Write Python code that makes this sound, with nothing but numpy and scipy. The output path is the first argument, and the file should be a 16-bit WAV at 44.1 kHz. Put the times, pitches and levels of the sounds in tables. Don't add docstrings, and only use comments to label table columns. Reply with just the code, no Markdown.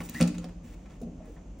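import sys
import numpy as np
from scipy import signal
from scipy.fft import rfft, irfft
from scipy.io import wavfile
from scipy.ndimage import uniform_filter1d

SR = 44100
rng = np.random.default_rng(int(sys.argv[2]) if len(sys.argv) > 2 else 0)


def file_out(sig):
    cols = np.atleast_2d(sig).T
    lim = np.clip(cols, -1, 1)
    pcm = np.round(lim * 32767).astype(np.int16)
    wavfile.write(sys.argv[1], SR, pcm)


N = 70560
T = np.arange(N) / SR
HZ = np.fft.rfftfreq(2 * N, 1 / SR)


def body_thumps():
    # (time [s], strength [dB], contact time [ms], flutter trim [dB])
    blows = [(.003, -9, 0.94, -15), (0.0153, -30.5, 0.75, -18), (0.097, -20.5, 0.55, -6),
             (0.152, -11, 0.77, -12), (0.2058, -4.5, 0.29, -16.5), (0.2116, -2, 0.55, -2),
             (0.2235, 3, 0.63, -5), (0.444, -28.5, 0.16, 7), (.645, -16, 1, -0.5), (1.024, -24.5, 0.43, 11),
             (1.034, -12.5, 1, 7), (1.069, -21, 0.38, 7.5), (1.281, -29.5, 0.43, 5)]
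    # (pitch [Hz], level [dB], t60 [s], direction of swing [+-1])
    modes = [(83.6, -40, 0.24, 1), (104, -47.5, 0.14, 1), (172.5, -34, 0.89, 1), (179.4, -18, 0.21, 1),
             (181.9, -30, 0.66, -1), (224.9, -32.5, 0.39, 1), (236.3, -19, 0.17, 1), (237.5, -37, 0.46, 1),
             (296.8, -28.5, 0.91, 1), (308, -27, 0.6, -1), (395, -56, 0.28, 1), (513, -34.5, 0.23, 1),
             (529, -23, 0.18, 1), (648, -39, 0.38, 1), (712, -29.5, 0.053, 1)]
    # (frequency [Hz], level [dB])
    flutter_eq = [(40, -12), (130, -18.5), (240, 6), (420, -5.5), (700, -2), (1100, -11), (2500, -16.5),
                  (6000, -83)]
    flutter_db, flutter_t60_s = -23, 0.22
    ring = sum(np.sign(way) * amp(db - 60 * T / t60) * np.cos(2 * np.pi * hz * T)
               for hz, db, t60, way in modes)
    out, t = np.zeros(N), np.arange(-176, 177) / SR
    for s, db, contact_ms, trim_db in blows:
        push = np.exp(-.5 * (t * 1e3 / contact_ms) ** 2)
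        flutter = unit(colour(rng.standard_normal(N), flutter_eq)[:N])
        flutter *= amp(flutter_db + trim_db - 60 * T / flutter_t60_s)
        add(out, s + t[0], amp(db) * signal.fftconvolve(ring + flutter, push / push.sum()))
    return out


def wall_snaps(size=2048, rise_ms=0.52):
    # (time [s], level [dB], decay [ms], brightness [dB/octave])
    snaps = [(.0045, -34.5, 6.1, -6.5), (.0885, -41, 6, 2.5), (0.096, -27, 1.5, 8), (.146, -36.5, 3, -2),
             (.2018, -24.5, 1.85, -2.5), (0.2061, -29.5, 2.9, -0.5), (.2105, -14, 1.24, 1.5),
             (.2172, -15.5, 1.16, -3), (0.226, -18, 1.35, 3), (.236, -34.5, 6.8, -11.5),
             (0.275, -30.5, 3.45, 4.5), (0.279, -35.5, 1.8, -2.5), (0.3822, -33.5, 1.84, 1),
             (0.4426, -30.5, 1.19, -0.5), (.525, -45, 1, 19), (0.906, -50, 2.6, -3), (1.002, -49, 3, 12),
             (1.014, -50, 10.4, 8), (1.033, -55.5, 3.1, 1), (1.257, -57, 3.6, 9)]
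    # (frequency [Hz], level [dB])
    plastic_eq = [(150, -4), (600, -0.5), (950, -2.5), (1350, 1), (1650, -3), (2500, 3), (3300, -2.5),
                  (4600, -4), (5400, -7), (6000, -4.5), (6900, -1), (7600, -8), (9300, -5), (11500, -16.5),
                  (15500, -11)]
    out, ms = np.zeros(N), T[:size] * 1e3
    for s, db, decay_ms, tilt_db in snaps:
        envelope = (1 - np.exp(-ms / rise_ms)) * np.exp(-ms / decay_ms)
        burst = np.sign(rng.standard_normal(size)) * envelope
        add(out, s, amp(db) * colour(burst, plastic_eq, tilt_db))
    return out


def claw_scrapes(grains_per_s=6000, spread_db=2.5, roundness=0.2):
    # (start [s], length [s], level [dB], brightness [dB/octave])
    slides = [(0, 0.025, -44.5, 2), (0.031, 0.042, -40, 6), (0.069, 0.14, -50, 2), (0.138, 0.066, -41.5, 3),
              (.29, 0.092, -72.5, 4.5), (.343, 0.013, -49, -1.5), (0.407, 0.052, -58.5, -1.5),
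              (0.485, 0.014, -54.5, -2.5), (0.631, 0.086, -57.5, 1.5), (0.717, 0.034, -57.5, 0.5),
              (0.756, .11, -69, -1), (.855, 0.014, -56.5, -4), (0.888, 0.086, -63, -1),
              (1.191, .12, -64.5, -6), (1.245, 0.12, -63.5, 2.5), (1.362, .03, -58, -6.5),
              (1.584, 0.047, -55, 5)]
    # (frequency [Hz], level [dB])
    slide_eq = [(200, -20), (700, 2.5), (1400, -2.5), (2400, -1), (4200, -12.5), (6500, -11), (9000, -8.5),
                (12000, -19.5), (15500, -5)]
    out = np.zeros(N)
    for s, length, db, tilt_db in slides:
        grains = rng.standard_normal(N) * (rng.random(N) < grains_per_s / SR)
        grains *= amp(spread_db * np.minimum(rng.exponential(1, N), 3))
        swell = np.sin(np.pi * T[T < length] / length) ** roundness
        add(out, s, amp(db) * colour(unit(grains[:len(swell)]) * swell, slide_eq, tilt_db))
    return out


def rib_taps(count=5, size=8192, pitch_spread=0.091, rise_s=0.00067):
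    # (time [s], level [dB], pitch [Hz], t60 [s])
    taps = [(.0042, -30.5, 2130, 0.015), (.007, -38, 778, 0.068), (.008, -38.5, 1120, .05),
            (.202, -40, 1990, 0.084), (.207, -36.5, 1350, 0.097), (.207, -35.5, 2480, 0.093),
            (.385, -50, 507, 0.14), (.442, -46, 736, .07), (.859, -61, 2350, 0.078),
            (1.015, -42.5, 431.5, 0.12), (1.021, -27.5, 239.7, 0.14), (1.024, -45, 673, .08),
            (1.204, -48, 635, 0.13), (1.278, -45, 458, 0.17), (1.364, -56, 1805, .05),
            (1.374, -70, 863, 0.044)]
    out, t = np.zeros(N), T[:size]
    for s, db, hz, t60 in taps:
        near_hz = hz * (1 + pitch_spread * rng.standard_normal((count, 1)))
        neighbours = np.sin(2 * np.pi * (near_hz * t + rng.random((count, 1)))).sum(0)
        envelope = amp(db - 60 * t / t60) * (1 - np.exp(-t / rise_s))
        add(out, s, envelope * (np.sin(2 * np.pi * hz * t) + neighbours / np.sqrt(2 * count)))
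    return out


def paw_squeak(chatter_hz=134, chatter_depth=0.38, jitter=0.004):
    # (time [s], pitch [Hz], level [dB])
    contour = [(0.145, 1492, -50), (.154, 1833, -33), (0.163, 1883, -32), (0.171, 1982, -33),
               (0.174, 1973, -43), (0.183, 1877, -35), (0.194, 2020, -36), (0.201, 1980, -53)]
    s, hz, db = np.transpose(contour)
    wobble = unit(uniform_filter1d(rng.standard_normal(N), 90))
    cycles = np.cumsum(np.interp(T, s, hz) * (1 + jitter * wobble)) / SR
    level = amp(np.interp(T, s, db, left=-150, right=-150))
    chatter = 0.5 + chatter_depth * level / level.max() * np.cos(2 * np.pi * chatter_hz * (T - s[1]))
    return level * chatter * np.sin(2 * np.pi * cycles)


def claw_tick(at_s=.0957, db=-30, decay_ms=1.4, size=1024):
    # (frequency [Hz], level [dB])
    tick_eq = [(2000, -34), (8000, -13.5), (12000, -11), (14000, 1), (16000, 0)]
    burst = np.sign(rng.standard_normal(size)) * np.exp(-T[:size] * 1e3 / decay_ms)
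    out = np.zeros(N)
    add(out, at_s, amp(db) * colour(burst, tick_eq))
    return out


def reverb(x, t60s):
    # (frequency [Hz], side level [dB])
    width = [(100, -37), (300, -11.5), (600, -1), (1200, -10.5), (3500, -2.5), (7000, -0.5), (11000, -18.5),
             (15000, -11.5)]
    hz, t, bands = signal.stft(rng.standard_normal((2, SR)), SR, nperseg=256)
    mid, side = bands * amp(-60 * t / read(t60s, hz)[:, None])
    side *= amp(read(width, hz))[:, None]
    tail = signal.istft(np.array([mid + side, mid - side]), SR, nperseg=256)[1]
    return signal.fftconvolve(x[None], tail / np.linalg.norm(tail[0]), axes=1)[:, :N]


def room_tone(db=-45.5):
    # (frequency [Hz], level [dB])
    room_eq = [(15, -50), (29, -24), (38, 2), (52, 3), (63, -9), (95, -7), (128, -19), (170, -5),
               (205, -13), (300, -14), (380, -21), (600, -23), (1000, -33), (1700, -42), (2700, -41),
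               (4000, -49), (5200, -49), (6500, -41), (7400, -46), (8800, -57), (15500, -59)]
    # (frequency [Hz], correlation [0-1])
    likeness = [(50, 1), (280, 0.99), (650, 0.48), (3000, 0.45), (7000, 0.46), (15000, 1)]
    left, independent = rfft(rng.standard_normal((2, 2 * N)))
    shared = np.clip(read(likeness, HZ), 0, 1)
    right = shared * left + np.sqrt(1 - shared ** 2) * independent
    spectra = np.array([left, right]) * amp(read(room_eq, HZ))
    return amp(db) * unit(irfft(spectra)[:, :N])


def mic_ports(x):
    # (frequency [Hz], phase [rad])
    left_lead = [(20, 0), (2500, 0), (4500, .3), (5800, -.4), (7200, -1.2), (9200, -2.15), (10400, -2.95),
                 (12800, -3.25), (14000, -3.6), (15500, -3.8)]
    turn = np.exp(.5j * read(left_lead, HZ) * np.array([[1], [-1]]))
    return irfft(rfft(x, 2 * N) * turn)[:, :N]


def amp(db):
    return 10 ** (np.asarray(db) / 20)


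def unit(x):
    return x / np.sqrt(np.mean(x ** 2) + 1e-20)


def read(points, hz):
    f, value = np.transpose(points)
    return np.interp(np.log(hz + 1), np.log(f + 1), value)


def add(mix, s, sound):
    part = mix[max(round(s * SR), 0):][:len(sound)]
    part += sound[:len(part)]


def colour(x, eq, tilt_db=0, size=2048):
    hz = abs(np.fft.fftfreq(size, 1 / SR))
    log_gain = np.log(amp(read(eq, hz) + tilt_db * np.log2(np.maximum(hz, 500) / 3000)))
    impulse = np.fft.ifft(np.exp(np.conj(signal.hilbert(log_gain)))).real[:size // 2]
    return signal.fftconvolve(x, impulse / np.linalg.norm(impulse))


def scene():
    # (frequency [Hz], t60 [s])
    cavity_decay = [(200, 0.45), (2000, 0.16), (12000, 0.076)]
    # (frequency [Hz], t60 [s])
    room_decay = [(150, 0.94), (1000, 0.51), (5000, 0.64), (14000, 0.32)]
    thumps = body_thumps()
    crackle = wall_snaps() + claw_scrapes()
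    taps, squeak = rib_taps(), paw_squeak()
    close = thumps + taps + squeak + crackle + amp(-4) * reverb(crackle, cavity_decay)
    room_send = amp(-10) * (crackle + taps) + amp(-16) * thumps + amp(-17) * squeak
    return mic_ports(close + reverb(room_send, room_decay) + room_tone()) + claw_tick()


def record(dry, cutoff_hz=15900):
    lowpass = signal.firwin(511, cutoff_hz, window=("kaiser", 9), fs=SR)
    return signal.oaconvolve(dry, lowpass[None], "same")


dry = scene()
out = record(dry)
file_out(out)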